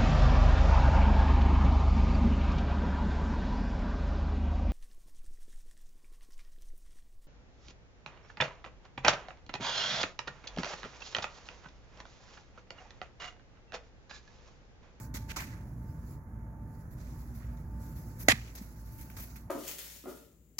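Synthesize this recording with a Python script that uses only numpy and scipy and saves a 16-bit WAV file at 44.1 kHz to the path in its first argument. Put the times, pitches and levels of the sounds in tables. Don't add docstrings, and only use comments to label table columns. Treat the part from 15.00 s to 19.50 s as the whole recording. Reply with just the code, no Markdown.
import sys
import numpy as np
from scipy import signal
from scipy.io import wavfile
from scipy.ndimage import uniform_filter1d

SR = 44100
rng = np.random.default_rng(int(sys.argv[2]) if len(sys.argv) > 2 else 0)


def output_pcm(signal):
    pcm = np.clip(np.atleast_2d(signal).T, -1, 1) * 32767
    wavfile.write(sys.argv[1], SR, np.round(pcm).astype(np.int16))


N = 198405
TIME = np.arange(N) / SR
LEFT_LAG = 8


def gain_of(db):
    return 10 ** (np.asarray(db) / 20)


def evened(x):
    return x / np.sqrt(np.mean(x ** 2) + 1e-20)


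def level(curve):
    return np.interp(TIME, *np.transpose(curve), -200, -200)


def read(points, hz):
    f, value = np.transpose(points)
    return np.interp(np.log(hz + 1), np.log(f + 1), value)


def band(x, lo_hz, hi_hz):
    return signal.sosfilt(signal.butter(2, [lo_hz, hi_hz], "bandpass", fs=SR, output="sos"), x)


def smoothed_noise(size):
    return uniform_filter1d(rng.standard_normal(N), size=size)


def grainy(spread_db, size):
    return evened(gain_of(spread_db * evened(smoothed_noise(size))))


def narrow(hz, width):
    wander = evened(uniform_filter1d(smoothed_noise(3000), size=3000))
    return np.sqrt(2) * np.sin(2 * np.pi * np.cumsum(hz + width * wander) / SR)


# (f/Hz, left-right correlation)
PORT_LIKENESS = [(60, 0.89), (130, 1), (290, 0.93), (640, 0.82), (1410, -0.07), (3100, -0.32), (6820, 0.19),
                 (15000, -0.14)]
# (f/Hz, left over right level/dB)
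PORT_LEAN = [(60, -3.5), (110, 1), (200, -2.5), (380, -2), (700, 0), (1290, -7), (2380, -7), (4400, 0),
             (8120, -6), (15000, 1)]


def noise(colour, patchy_db, size):
    hz = np.fft.rfftfreq(size, 1 / SR)
    a, b, c, d, patches = rng.standard_normal((4 * N // size + 5, len(hz), 5)).T
    patches = uniform_filter1d(patches, size=8, axis=0)
    patches = evened(uniform_filter1d(patches, size=10, axis=1))
    same = np.clip(read(PORT_LIKENESS, hz), -1, 1)[:, None]
    lean = gain_of(read(PORT_LEAN, hz)[:, None] / 2)
    left = a + 1j * b
    right = same * left + np.sqrt(1 - same ** 2) * (c + 1j * d)
    spectra = np.array([left * lean, right / lean])
    spectra *= gain_of(read(colour, hz)[:, None] + patchy_db * patches)
    out = signal.istft(spectra, nperseg=size, noverlap=3 * size // 4)[1][:, :N]
    return out / np.sqrt(np.mean(out.mean(0) ** 2))


# (f/Hz, level per Hz/dB)
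AIR_COLOUR = [(12, -78.5), (20, -34), (36, -5), (60, -5.5), (81, -7), (114, -5.5), (196, -15), (288, -17.5),
              (414, -29), (775, -31), (910, -29.5), (1070, -34.5), (1740, -37), (2500, -53.5), (3250, -100),
              (5500, -120)]
# (f/Hz, level per Hz/dB)
HISS_COLOUR = [(1470, -35.5), (2500, -27.5), (4730, -20), (6920, 0), (7890, -25.5), (9080, -5.5),
               (15200, -2), (16000, -19)]


def open_air():
    air = gain_of(-45.5) * noise(AIR_COLOUR, 1.7, size=2048)
    return air + gain_of(-79.5) * noise(HISS_COLOUR, 0.79, size=512)


# (f/Hz, wander/Hz, level in the hum/dB)
HUM_TONES = [(57.2, 2, 3.5), (112.2, 3.4, -5.5), (231.6, 5, -9)]
# (f/Hz, level in the whine/dB)
WHINE_TONES = [(295.5, 2.5), (591, -4), (887, 5.5), (1182, -7)]
# (t/s, level/dB)
HUM_CURVE = [(0.0, -51), (0.08, -46.5), (0.5, -55), (0.8, -46.5), (0.9, -50), (1.07, -43.5), (1.22, -67),
             (1.35, -48.5), (1.72, -48.5), (1.8, -60), (2.07, -47), (2.56, -45.5), (2.63, -47.5),
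             (2.78, -43.5), (3.14, -50), (3.3, -45.5), (3.7, -52), (3.85, -50.5), (4.3, -47.5),
             (4.499, -50.5)]
# (t/s, level/dB)
RUMBLE_CURVE = [(0.0, -51.5), (0.56, -44.5), (1.1, -47), (1.22, -51.5), (1.6, -48.5), (2.2, -47),
                (2.9, -46), (3.3, -50), (3.9, -67), (4.4, -54)]
# (t/s, level/dB)
WHINE_CURVE = [(0.0, -64.5), (0.1, -70.5), (0.3, -65), (0.65, -71.5), (0.75, -104), (0.82, -69.5),
               (0.93, -69), (1.07, -78), (1.2, -69.5), (1.3, -76.5), (1.5, -68), (1.78, -69), (1.9, -84),
               (2.15, -75), (2.42, -87), (2.55, -67), (2.63, -75.5), (2.75, -66), (3.2, -74.5), (3.69, -80),
               (4.0, -67), (4.29, -79), (4.4, -74), (4.499, -79)]


def machinery():
    hum = sum(gain_of(db) * narrow(hz, width) for hz, width, db in HUM_TONES)
    hum = hum * grainy(1.88, size=3000)
    rumble = evened(band(rng.standard_normal(N), 69, 157.7)) * grainy(1.8, size=4000)
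    whine = sum(gain_of(db) * narrow(hz, 1.23) for hz, db in WHINE_TONES)
    mix = hum * gain_of(level(HUM_CURVE))
    mix += rumble * gain_of(level(RUMBLE_CURVE))
    mix += whine * gain_of(level(WHINE_CURVE))
    return mix * gain_of([[-.7], [.7]])


# (t/s, level of the rustle body/dB)
RUSTLE_CURVE = [(0.0, -49), (0.05, -53), (0.12, -77), (0.52, -68), (0.65, -70), (1.0, -64.5), (1.145, -58),
                (1.2, -76), (1.6, -80.5), (1.75, -64.5), (1.87, -70), (2.15, -61), (2.32, -62.5),
                (2.7, -69), (2.83, -58.5), (3.01, -59), (3.17, -58), (3.64, -58), (3.83, -57.5),
                (3.91, -56.5), (4.06, -55.5), (4.28, -52), (4.38, -53), (4.499, -75)]
# (f/Hz, level per Hz/dB)
CLOTH_COLOUR = [(1500, -4), (2500, -12), (3300, -20.5), (4400, -9.5), (7000, -3), (8700, -6.5),
                (10500, 9.5), (12500, 0), (14000, -4.5), (15500, -0.5), (16500, 4.5)]
TOP_DB, TOP_FOLLOW = 4.5, 0.94


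def rustle():
    body_db = level(RUSTLE_CURVE)
    top_db = -60 + TOP_DB + TOP_FOLLOW * (body_db + 60)
    cloth = noise(CLOTH_COLOUR, 2, size=512) * grainy(1.4, size=1200)
    body = evened(band(cloth, 1500, 8800))
    top = evened(band(cloth, 8800, 20000))
    return body * gain_of(body_db) + top * gain_of(top_db)


# (t/s, peak level/dB, rise/s, hold/s, low crunch over hiss level/dB,
# boost of the airy top level/dB, crunch centre f/Hz, left over right level/dB)
SAND_SCUFFS = [(0.139, -36.5, 0.0048, 0.025, -8.5, -2.5, 1460, 0.5),
               (0.276, -38, 0.04, 0.0028, 3, -6.5, 2100, 0.5),
               (0.359, -31, 0.0078, 0.017, -3, -7.5, 1080, -0.5),
               (0.385, -44.5, 0.0081, 0.034, 9.5, -0.5, 1780, 3),
               (0.47, -70.5, 0.025, 0.063, 17, -10, 1590, 0), (1.905, -62.5, 0.006, 0.026, -24, 9, 2200, 0),
               (1.958, -57, 0.042, 0.11, -8.5, -4, 1840, -0.5), (2.17, -62, 0.032, 0.019, -23, 6, 2000, 3),
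               (2.33, -58.5, 0.023, 0.029, -6, 7, 1750, 1), (2.39, -67.5, 0.022, 0.11, 11.5, -21, 1630, 0),
               (2.57, -57.5, .001, 0.0023, -15, -15, 2000, 0), (2.816, -61, .017, 0.064, -24, 7.5, 2190, 3),
               (2.95, -57.5, 0.018, 0.032, -9, 8.5, 1960, 3),
               (3.175, -46.5, 0.038, 0.018, -13, 9.5, 2000, 1.5),
               (3.327, -46.5, .004, 0.13, -1, -11, 2200, 3.5),
               (3.55, -42.5, 0.003, 0.0072, -26, 5, 2020, 4),
               (3.566, -41.5, 0.0075, 0.011, -18, -7, 1330, 1), (3.611, -59, 0.0067, 0.02, 2, 9, 1660, -3),
               (3.853, -58.5, 0.0095, 0.033, -15, 5, 1970, 3),
               (3.92, -59.5, 0.0048, 0.035, -18, 12, 2000, 2),
               (3.975, -49, 0.027, 0.022, -2.5, 9.5, 2160, 2),
               (4.099, -54, 0.0016, 0.002, 12.5, 12.5, 1990, 5),
               (4.165, -40.5, .003, 0.025, -3.5, 1, 1330, 0),
               (4.19, -51, 0.014, 0.034, 4.5, 11.5, 2150, 3.5),
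               (4.352, -49.5, .009, 0.012, -1.5, 3, 2030, 2)]
# (f/Hz, level per Hz/dB)
SAND_COLOUR = [(1290, -6), (2200, -0.5), (3090, -12.5), (3300, -8), (4070, -4.5), (4420, -2.5), (4840, -4),
               (6470, -1), (9020, -13.5), (12300, -1), (16000, -7)]
CREST = 3
STOP_T60, T60_PER_HOLD = 0.013, 2.9
TRICKLE_DB, TRICKLE_T60 = -10.5, 0.57


def scuffs():
    grains = grainy(1.4, size=60) * grainy(1.1, size=400)
    hiss = noise(SAND_COLOUR, 1.0, size=256) * grains
    coarse = noise([(100, 0), (16000, 0)], 3, size=256) * grains
    top = signal.sosfiltfilt(signal.butter(4, 9000, "highpass", fs=SR, output="sos"), hiss)
    out = np.zeros((2, N))
    for s, db, rise, hold, crunch_db, top_db, hz, pan_db in SAND_SCUFFS:
        swell = np.sin(np.pi / 2 * np.clip((TIME - s) / rise, 0, 1)) ** 2
        after = np.maximum(TIME - s - rise - hold, 0)
        stop = gain_of(-60 * after / (STOP_T60 + T60_PER_HOLD * hold))
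        trickle = gain_of(TRICKLE_DB - 60 * after / TRICKLE_T60)
        shape = swell / CREST * gain_of(db) * (stop + trickle)
        crunch = evened(band(coarse, hz / 1.47, hz * 1.3))
        burst = hiss - top + gain_of(top_db) * top + gain_of(crunch_db) * crunch
        out += shape * gain_of([[pan_db / 2], [-pan_db / 2]]) * burst
    return out


# (t/s, level before the soft onset/dB, f/Hz, t60/s)
GROUND_THUDS = [(0.144, -23.5, 273, 0.026), (3.285, -7.5, 273, 0.031), (3.288, -21, 103.7, 0.14),
                (3.295, -25, 318, 0.054), (3.326, -19, 222, 0.045), (3.333, -15, 110.3, 0.045),
                (3.613, -20, 206, 0.031)]


def thuds():
    out = np.zeros(N)
    for s, db, hz, t60 in GROUND_THUDS:
        t = np.maximum(TIME - s, 0)
        onset = 1 - np.exp(-t / 0.0045)
        out += gain_of(db - 60 * t / t60) * np.sin(2 * np.pi * hz * t) * onset
    return np.array([np.roll(out, LEFT_LAG), out])


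# (t/s, blow level/dB, contact time/s)
ROCK_BLOWS = [(3.282, -27, 0.00008), (3.2843, -0.5, 0.0006), (3.2864, 1, 0.00017), (3.2878, -6.5, 0.00016),
              (3.2947, -36, .0003), (3.299, -24.5, .0006), (3.3174, -21.5, 0.00019), (3.3199, -9.5, .0002)]
# (t/s, pressure level/dB)
GRIND_PRESSURE = [(3.2835, -84), (3.2845, -29), (3.288, -39.5), (3.299, -38.5), (3.314, -40), (3.3195, -38),
                  (3.323, -39.5), (3.331, -59.5), (3.40, -72.5), (3.45, -95.5)]
# (f/Hz, t60/s, left level/dB, right level/dB)
SHELL_MODES = [(466, 0.014, -15, -16.5), (800, 0.0083, -2, -2), (850, 0.0039, -7.5, -2),
               (1246, 0.018, -20, -10.5), (1880, .02, -18, -10.5), (1860, 0.018, -11.5, -3),
               (1980, 0.011, -21.5, 2), (2200, .012, -16, -9), (2330, 0.01, -11, -9.5),
               (2570, .01, -7.5, -10.5), (2690, 0.0032, -20.5, -26.5), (3210, 0.0046, -4, -28.5),
               (4230, 0.002, -2.5, -20)]
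# (f/Hz, level per Hz/dB)
SPRAY_COLOUR = [(1290, -37.5), (2200, -11), (2430, -0.5), (2800, -15), (3440, -7), (5000, -11.5),
                (6010, -15), (6980, -9.5), (8660, -25), (10600, -13.5), (15100, -27), (16000, -27)]
SPRAY_DB = 12
PUFF_DB, PUFF_T60 = -28.5, 0.015


def knock():
    pressure = gain_of(level(GRIND_PRESSURE))
    spray = pressure * gain_of(SPRAY_DB)
    grit = rng.standard_normal((3, N))
    grit = grit[0] + .55 * grit[1:]
    drive = band(grit, 990, 9000) * grainy(1.7, size=40) * pressure
    for s, db, contact in ROCK_BLOWS:
        u = (TIME - s - contact) / contact
        push_and_rebound = u * np.exp(-2 * u ** 2) / (contact * SR)
        drive = drive + gain_of(db) * push_and_rebound
        spray = spray + (TIME > s) * gain_of(db + PUFF_DB - 60 * abs(TIME - s) / PUFF_T60)
    t = TIME[:4000]
    ring = 0
    for hz, t60, left_db, right_db in SHELL_MODES:
        ring = ring + gain_of([[left_db], [right_db]] - 60 * t / t60) * np.sin(2 * np.pi * hz * t)
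    left, right = signal.oaconvolve(drive, ring, axes=1)[:, :N]
    left = np.roll(left, LEFT_LAG)
    spray = spray * grainy(3.5, size=30)
    return np.array([left, right]) + noise(SPRAY_COLOUR, 2.5, size=128) * spray


def scene():
    return open_air() + machinery() + rustle() + scuffs() + thuds() + knock()


def record(dry):
    dry = signal.sosfilt(signal.butter(4, 38, "highpass", fs=SR, output="sos"), dry)
    power_db = 10 * np.log10(abs(uniform_filter1d((dry ** 2).mean(0), size=400)) + 1e-12)
    fall = TIME * 1.8
    held_db = np.maximum.accumulate(power_db + fall) - fall
    over_db = np.maximum(held_db + 45, 0)
    smooth = np.exp(-1 / (0.012 * SR))
    duck_db = 0.11 * signal.lfilter([1 - smooth], [1, -smooth], over_db)
    ducked = dry / gain_of(duck_db)
    lowpass = signal.firwin(1023, 15960, window=("kaiser", 9), fs=SR)
    return signal.oaconvolve(ducked, lowpass[None], "same")


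dry = scene()
out = record(dry)
output_pcm(out)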